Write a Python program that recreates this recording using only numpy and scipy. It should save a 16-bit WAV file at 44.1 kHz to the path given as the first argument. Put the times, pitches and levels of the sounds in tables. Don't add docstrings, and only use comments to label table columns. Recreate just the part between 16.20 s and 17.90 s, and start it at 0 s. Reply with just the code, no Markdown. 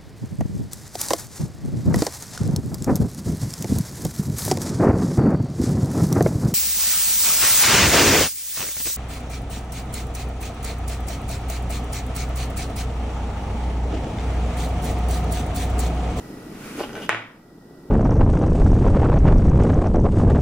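import sys
import numpy as np
from scipy import signal
from scipy.fft import rfft, irfft
from scipy.io import wavfile
from scipy.ndimage import uniform_filter1d, minimum_filter1d

SR = 44100
rng = np.random.default_rng(int(sys.argv[2]) if len(sys.argv) > 2 else 0)


def inscribe(sig):
    pcm = np.round(np.clip(np.atleast_2d(sig).T, -1, 1) * 32767)
    wavfile.write(sys.argv[1], SR, pcm.astype(np.int16))


N = 74970
TIME = np.arange(N) / SR
BUMP_LOW_HZ = 302
HELD_DAMPING = 1.67
WHITE = [(20, 0), (20000, 0)]
# (time [s], level [dB], thud re level [dB])
LANDINGS = [(0.8930, 9.5, -13.5), (0.9290, -4.5, -8.5), (0.9470, -1.5, -11.5)]


def knocks():
    clack_band_hz, thud_band_hz, crack_band_hz = (965, 2140), (312, 720), (5460, 10800)
    clack_top_hz = 3350
    first_db = LANDINGS[0][1]
    contact = 0
    for s, db, thud_db in LANDINGS:
        clack = butter(pulse(s, db, *clack_band_hz), clack_top_hz, "low")
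        crack = pulse(s, 2 * db - first_db - 8, *crack_band_hz)
        thud = pulse(s, db + thud_db, *thud_band_hz)
        contact += clack + crack - thud
    force = sum(from_db(db) * click(s) for s, db, _ in LANDINGS)
    rim = mode(hz=1897, db=-17.5, t60_s=0.034)
    return contact + signal.fftconvolve(force, rim)[:N], wood(force)


def wood(force, damping=1):
    # (frequency [Hz], level [dB], t60 [s])
    modes = [(336, -36, 0.33), (385, -34, 0.13), (651, -56, 0.99), (687.5, -33, 0.3), (835, -26.5, 0.13),
             (858, -27, 0.13), (1156, -36.5, 0.2), (1303, -37, 0.23), (1443, -32, 0.28),
             (1494, -30.5, 0.26), (1549, -27.5, 0.2), (1740, -49, 0.12), (1787, -38, 0.15),
             (1790, -29, 0.24), (2000, -38.5, 0.5), (2383, -50, .38), (2336, -31, 0.13), (2290, -47, 0.31),
             (2880, -26.5, 0.23), (6350, -43, 0.26)]
    rise_s, lead_s = 0.0052, np.array([[0.00008], [0]])
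    ringing = sum((-1) ** k * mode(hz, db, t60_s / damping, lead_s)
                  for k, (hz, db, t60_s) in enumerate(modes))
    swell = 1 - np.exp(-TIME / rise_s)
    return signal.fftconvolve(force[None], ringing * swell, axes=1)[:, :N]


def boom():
    mode_hz, rise_s = 111, 0.027
    landing_s, landing_db = LANDINGS[0][:2]
    age_s = np.maximum(TIME - landing_s, 0)
    swell = (age_s / rise_s) ** 2 * np.exp(-age_s / rise_s)
    return from_db(landing_db - 31.5) * swell * np.sin(2 * np.pi * mode_hz * age_s)


def bumps():
    # (time [s], level [dB], upper edge [Hz])
    contacts = [(0.5963, -22.5, 1260), (0.605, -16.5, 880), (0.61, -18, 746), (0.6363, -20, 1300),
                (0.6399, -21.5, 880), (0.6940, -25.5, 1850), (0.7315, -44, 3100), (0.754, -22, 2470),
                (0.771, -34, 2000), (1.5088, -28, 450), (1.6524, -34, 392)]
    thuds = sum(pulse(s, db, BUMP_LOW_HZ, top_hz) for s, db, top_hz in contacts)
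    force = sum(butter(from_db(db) * click(s), top_hz, "low") for s, db, top_hz in contacts)
    return thuds, from_db(13) * wood(force, HELD_DAMPING)


def slides():
    # (start [s], end [s], level [dB], centre [Hz], width [Hz])
    strokes = [(0.574, .63, -33, 351.9, 277.8), (0.577, 0.659, -47, 2890, 700),
               (0.582, 0.652, -51, 4620, 1190), (0.72, 0.853, -39.5, 370, 290),
               (0.744, 0.804, -43, 1296, 1110), (0.81, 0.854, -42.5, 2840, 700),
               (0.824, .864, -57, 4850, 700)]
    slips_per_s, spread_db, edge_s, dull_hz, ring_db = 2500, 4, 0.011, 5960, -4
    scrape = 0
    for start_s, end_s, db, hz, width_hz in strokes:
        sizes = from_db(spread_db * np.minimum(rng.exponential(1, N), 4))
        signs = rng.choice([-1, 1], N)
        slipping = rng.random(N) < slips_per_s / SR
        slips = butter(sizes * signs * slipping, dull_hz, "low", order=1)
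        friction = resonate(resonate(slips, hz, width_hz), hz, 2 * width_hz)
        envelope = np.clip(np.minimum(TIME - start_s, end_s - TIME) / edge_s, 0, 1)
        scrape += from_db(db) * envelope * friction
    scrape = butter(scrape, BUMP_LOW_HZ / 2, "high")
    ringing = wood(scrape, HELD_DAMPING)
    return scrape, from_db(ring_db) * ringing * scrape.std() / ringing.std()


def taps():
    # (time [s], level [dB])
    ticks = [(0.598, -54), (0.606, -47), (0.620, -51), (0.694, -53), (0.7315, -40), (0.743, -47.5),
             (0.754, -41.5), (0.7659, -41), (0.819, -41), (0.83, -43), (0.845, -50), (0.862, -41.5)]
    # (frequency [Hz], level [dB], t60 [s])
    core_modes = [(1560, -2, 0.032), (2930, -5.5, 0.028), (3166, -5, 0.045), (4960, -4.5, 0.033),
                  (6200, -2.5, 0.032)]
    force = sum(from_db(db) * click(s) for s, db in ticks)
    ringing = sum(mode(hz, db, t60_s) for hz, db, t60_s in core_modes)
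    return signal.fftconvolve(force, ringing)[:N]


def sleeve():
    # (time [s], gain [dB])
    brushing = [(.28, -14.5), (.39, -8), (.47, -1.5), (.55, -3.5), (.6, 2), (.67, -8), (.72, -11),
                (.85, -4), (.88, -24)]
    # (frequency [Hz], density [dB/Hz])
    cloth = [(100, -76.5), (300, -62), (700, -82), (1450, -70), (1800, -76.5), (2500, -74), (3700, -82.5),
             (6500, -83), (8200, -85.5), (9700, -83.5), (15500, -92.5)]
    end_s, fade_s = 0.89, 0.0085
    envelope = from_db(np.interp(TIME, *np.transpose(brushing)))
    fade = np.clip((end_s - TIME) / fade_s, 0, 1)
    return envelope * fade * diffuse(cloth)


def reflections(x):
    # (delay [s], gain [dB], upper edge [Hz], right ear lag [s])
    echoes = [(.0046, -5, 760, 0.000033), (.0103, -13.5, 6500, 0.00059)]
    near = 0
    for s, db, top_hz, lag_s in echoes:
        dulled = butter(x, top_hz, "low", order=1)
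        near += from_db(db) * np.array([delay(dulled, s), delay(dulled, s + lag_s)])
    return near


def reverb(x):
    # (frequency [Hz], level [dB], t60 [s])
    decay = [(101, 3.5, 0.87), (344, -4.5, 0.58), (680, -5, 0.5), (1400, -5, 0.51), (1970, -1.5, .42),
             (3080, 8.5, 0.39), (4380, 1.5, 0.44), (6840, -8.5, 0.4), (13600, -17, 0.17)]
    gap_s, build_s = 0.0014, 0.002
    white = rfft(diffuse(WHITE) / np.sqrt(SR / 2))
    hz, edges_hz = np.fft.rfftfreq(N, 1 / SR), np.geomspace(60, 18000, 20)
    tail = 0
    for low_hz, high_hz in zip(edges_hz, edges_hz[1:]):
        centre_hz = np.sqrt(low_hz * high_hz)
        rate_per_s = np.log(1000) / at_hz(decay, centre_hz, column=2)
        envelope = np.sqrt(2 * rate_per_s / SR) * np.exp(-rate_per_s * TIME)
        band = irfft(white * (hz >= low_hz) * (hz < high_hz), N)
        tail += from_db(at_hz(decay, centre_hz)) * envelope * band
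    tail *= np.clip((TIME - gap_s) / build_s, 0, 1)
    return signal.fftconvolve(x[None], tail, axes=1)[:, :N]


def room_noise():
    # (frequency [Hz], density [dB/Hz])
    rush = [(20, -75), (47, -66.5), (68, -77), (120, -67), (200, -63.5), (290, -63), (430, -69),
            (550, -75.5), (850, -77), (1060, -85.5), (1400, -78.5), (1750, -93.5), (2200, -96), (4200, -94),
            (5100, -93), (6500, -97.5), (15500, -99)]
    # (centre [Hz], width [Hz], rms [dB])
    whine_bands = [(1898, 79, -61.5), (5120, 63, -68)]
    white = diffuse(WHITE)
    whine = sum(from_db(db) * resonate(resonate(white, hz, 2 * width_hz), hz, 2 * width_hz)
                for hz, width_hz, db in whine_bands)
    return diffuse(rush) + whine


def fan_tone():
    centre_hz, wander_hz, rms_db = 1944, 12.3, -61
    wander = butter(rng.standard_normal(N), 28, "low")
    pitch_hz = centre_hz + wander_hz * wander / wander.std()
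    return from_db(rms_db) * np.sqrt(2) * np.sin(2 * np.pi * np.cumsum(pitch_hz) / SR)


def diffuse(spectrum):
    # (frequency [Hz], coherence [0-1])
    coherence = [(60, .99), (250, 1), (600, 0.8), (1200, 0.48), (2200, 0.58), (4000, 0), (15000, 0)]
    lag_s = np.array([[0], [0.00006]])
    hz = np.fft.rfftfreq(N, 1 / SR)
    alike = at_hz(coherence, hz)
    mid, side = rfft(rng.standard_normal((2, N)))
    pair = np.sqrt((1 + alike) / 2) * mid + np.sqrt((1 - alike) / 2) * side * [[1], [-1]]
    pair *= np.exp(-2j * np.pi * hz * lag_s)
    return irfft(pair * from_db(at_hz(spectrum, hz)) * np.sqrt(SR / 2), N)


def mode(hz, db, t60_s, lead_s=0):
    return from_db(db - 60 * TIME / t60_s) * np.sin(2 * np.pi * hz * (TIME + lead_s))


def pulse(s, peak_db, low_hz, high_hz):
    y = butter(click(s), [low_hz, max(high_hz, 1.2 * low_hz)], "band")
    return from_db(peak_db) * y / abs(y).max()


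def click(s):
    return signal.unit_impulse(N, int(round(s * SR)))


def resonate(x, hz, width_hz):
    r = np.exp(-np.pi * width_hz / SR)
    y = signal.lfilter([1, 0, -1], [1, -2 * r * np.cos(2 * np.pi * hz / SR), r * r], x)
    return y / y.std()


def butter(x, hz, kind, order=2):
    return signal.sosfilt(signal.butter(order, hz, kind, fs=SR, output="sos"), x + 1e-18)


def delay(x, s):
    return np.interp(TIME - s, TIME, x, left=0)


def at_hz(points, hz, column=1):
    table = np.array(points)
    return np.interp(np.log(np.maximum(hz, 1)), np.log(table[:, 0]), table[:, column])


def from_db(db):
    return 10 ** (np.asarray(db) / 20)


def scene():
    pan_db, left_lag_s, soft_send_db = 0.17, 0.00004, -5.5
    knock, knock_ring = knocks()
    bump, bump_ring = bumps()
    slide, slide_ring = slides()
    soft = bump + slide + taps()
    contact = knock + soft
    direct = np.array([delay(contact, left_lag_s), contact]) * from_db([[pan_db], [-pan_db]])
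    ringing = knock_ring + bump_ring + slide_ring + boom()
    send = knock + from_db(soft_send_db) * soft
    return direct + ringing + reflections(send) + reverb(send) + sleeve() + room_noise() + fan_tone()


def record(dry):
    ceiling_db, release_db_per_s, lookahead_s, stop_hz = -0.67, 7.5, 0.00067, 16300
    peak_db = 20 * np.log10(abs(dry).max(axis=0) + 1e-9)
    over_db = np.maximum(peak_db - ceiling_db, 0)
    release_db = release_db_per_s * TIME
    held_db = np.maximum.accumulate(over_db + release_db) - release_db
    ahead = int(lookahead_s * SR)
    gain_db = uniform_filter1d(minimum_filter1d(-held_db, 2 * ahead + 1), ahead)
    lowpass = signal.cheby2(16, 70, stop_hz, fs=SR, output="sos")
    return signal.sosfilt(lowpass, dry * from_db(gain_db))


dry = scene()
out = record(dry)
inscribe(out)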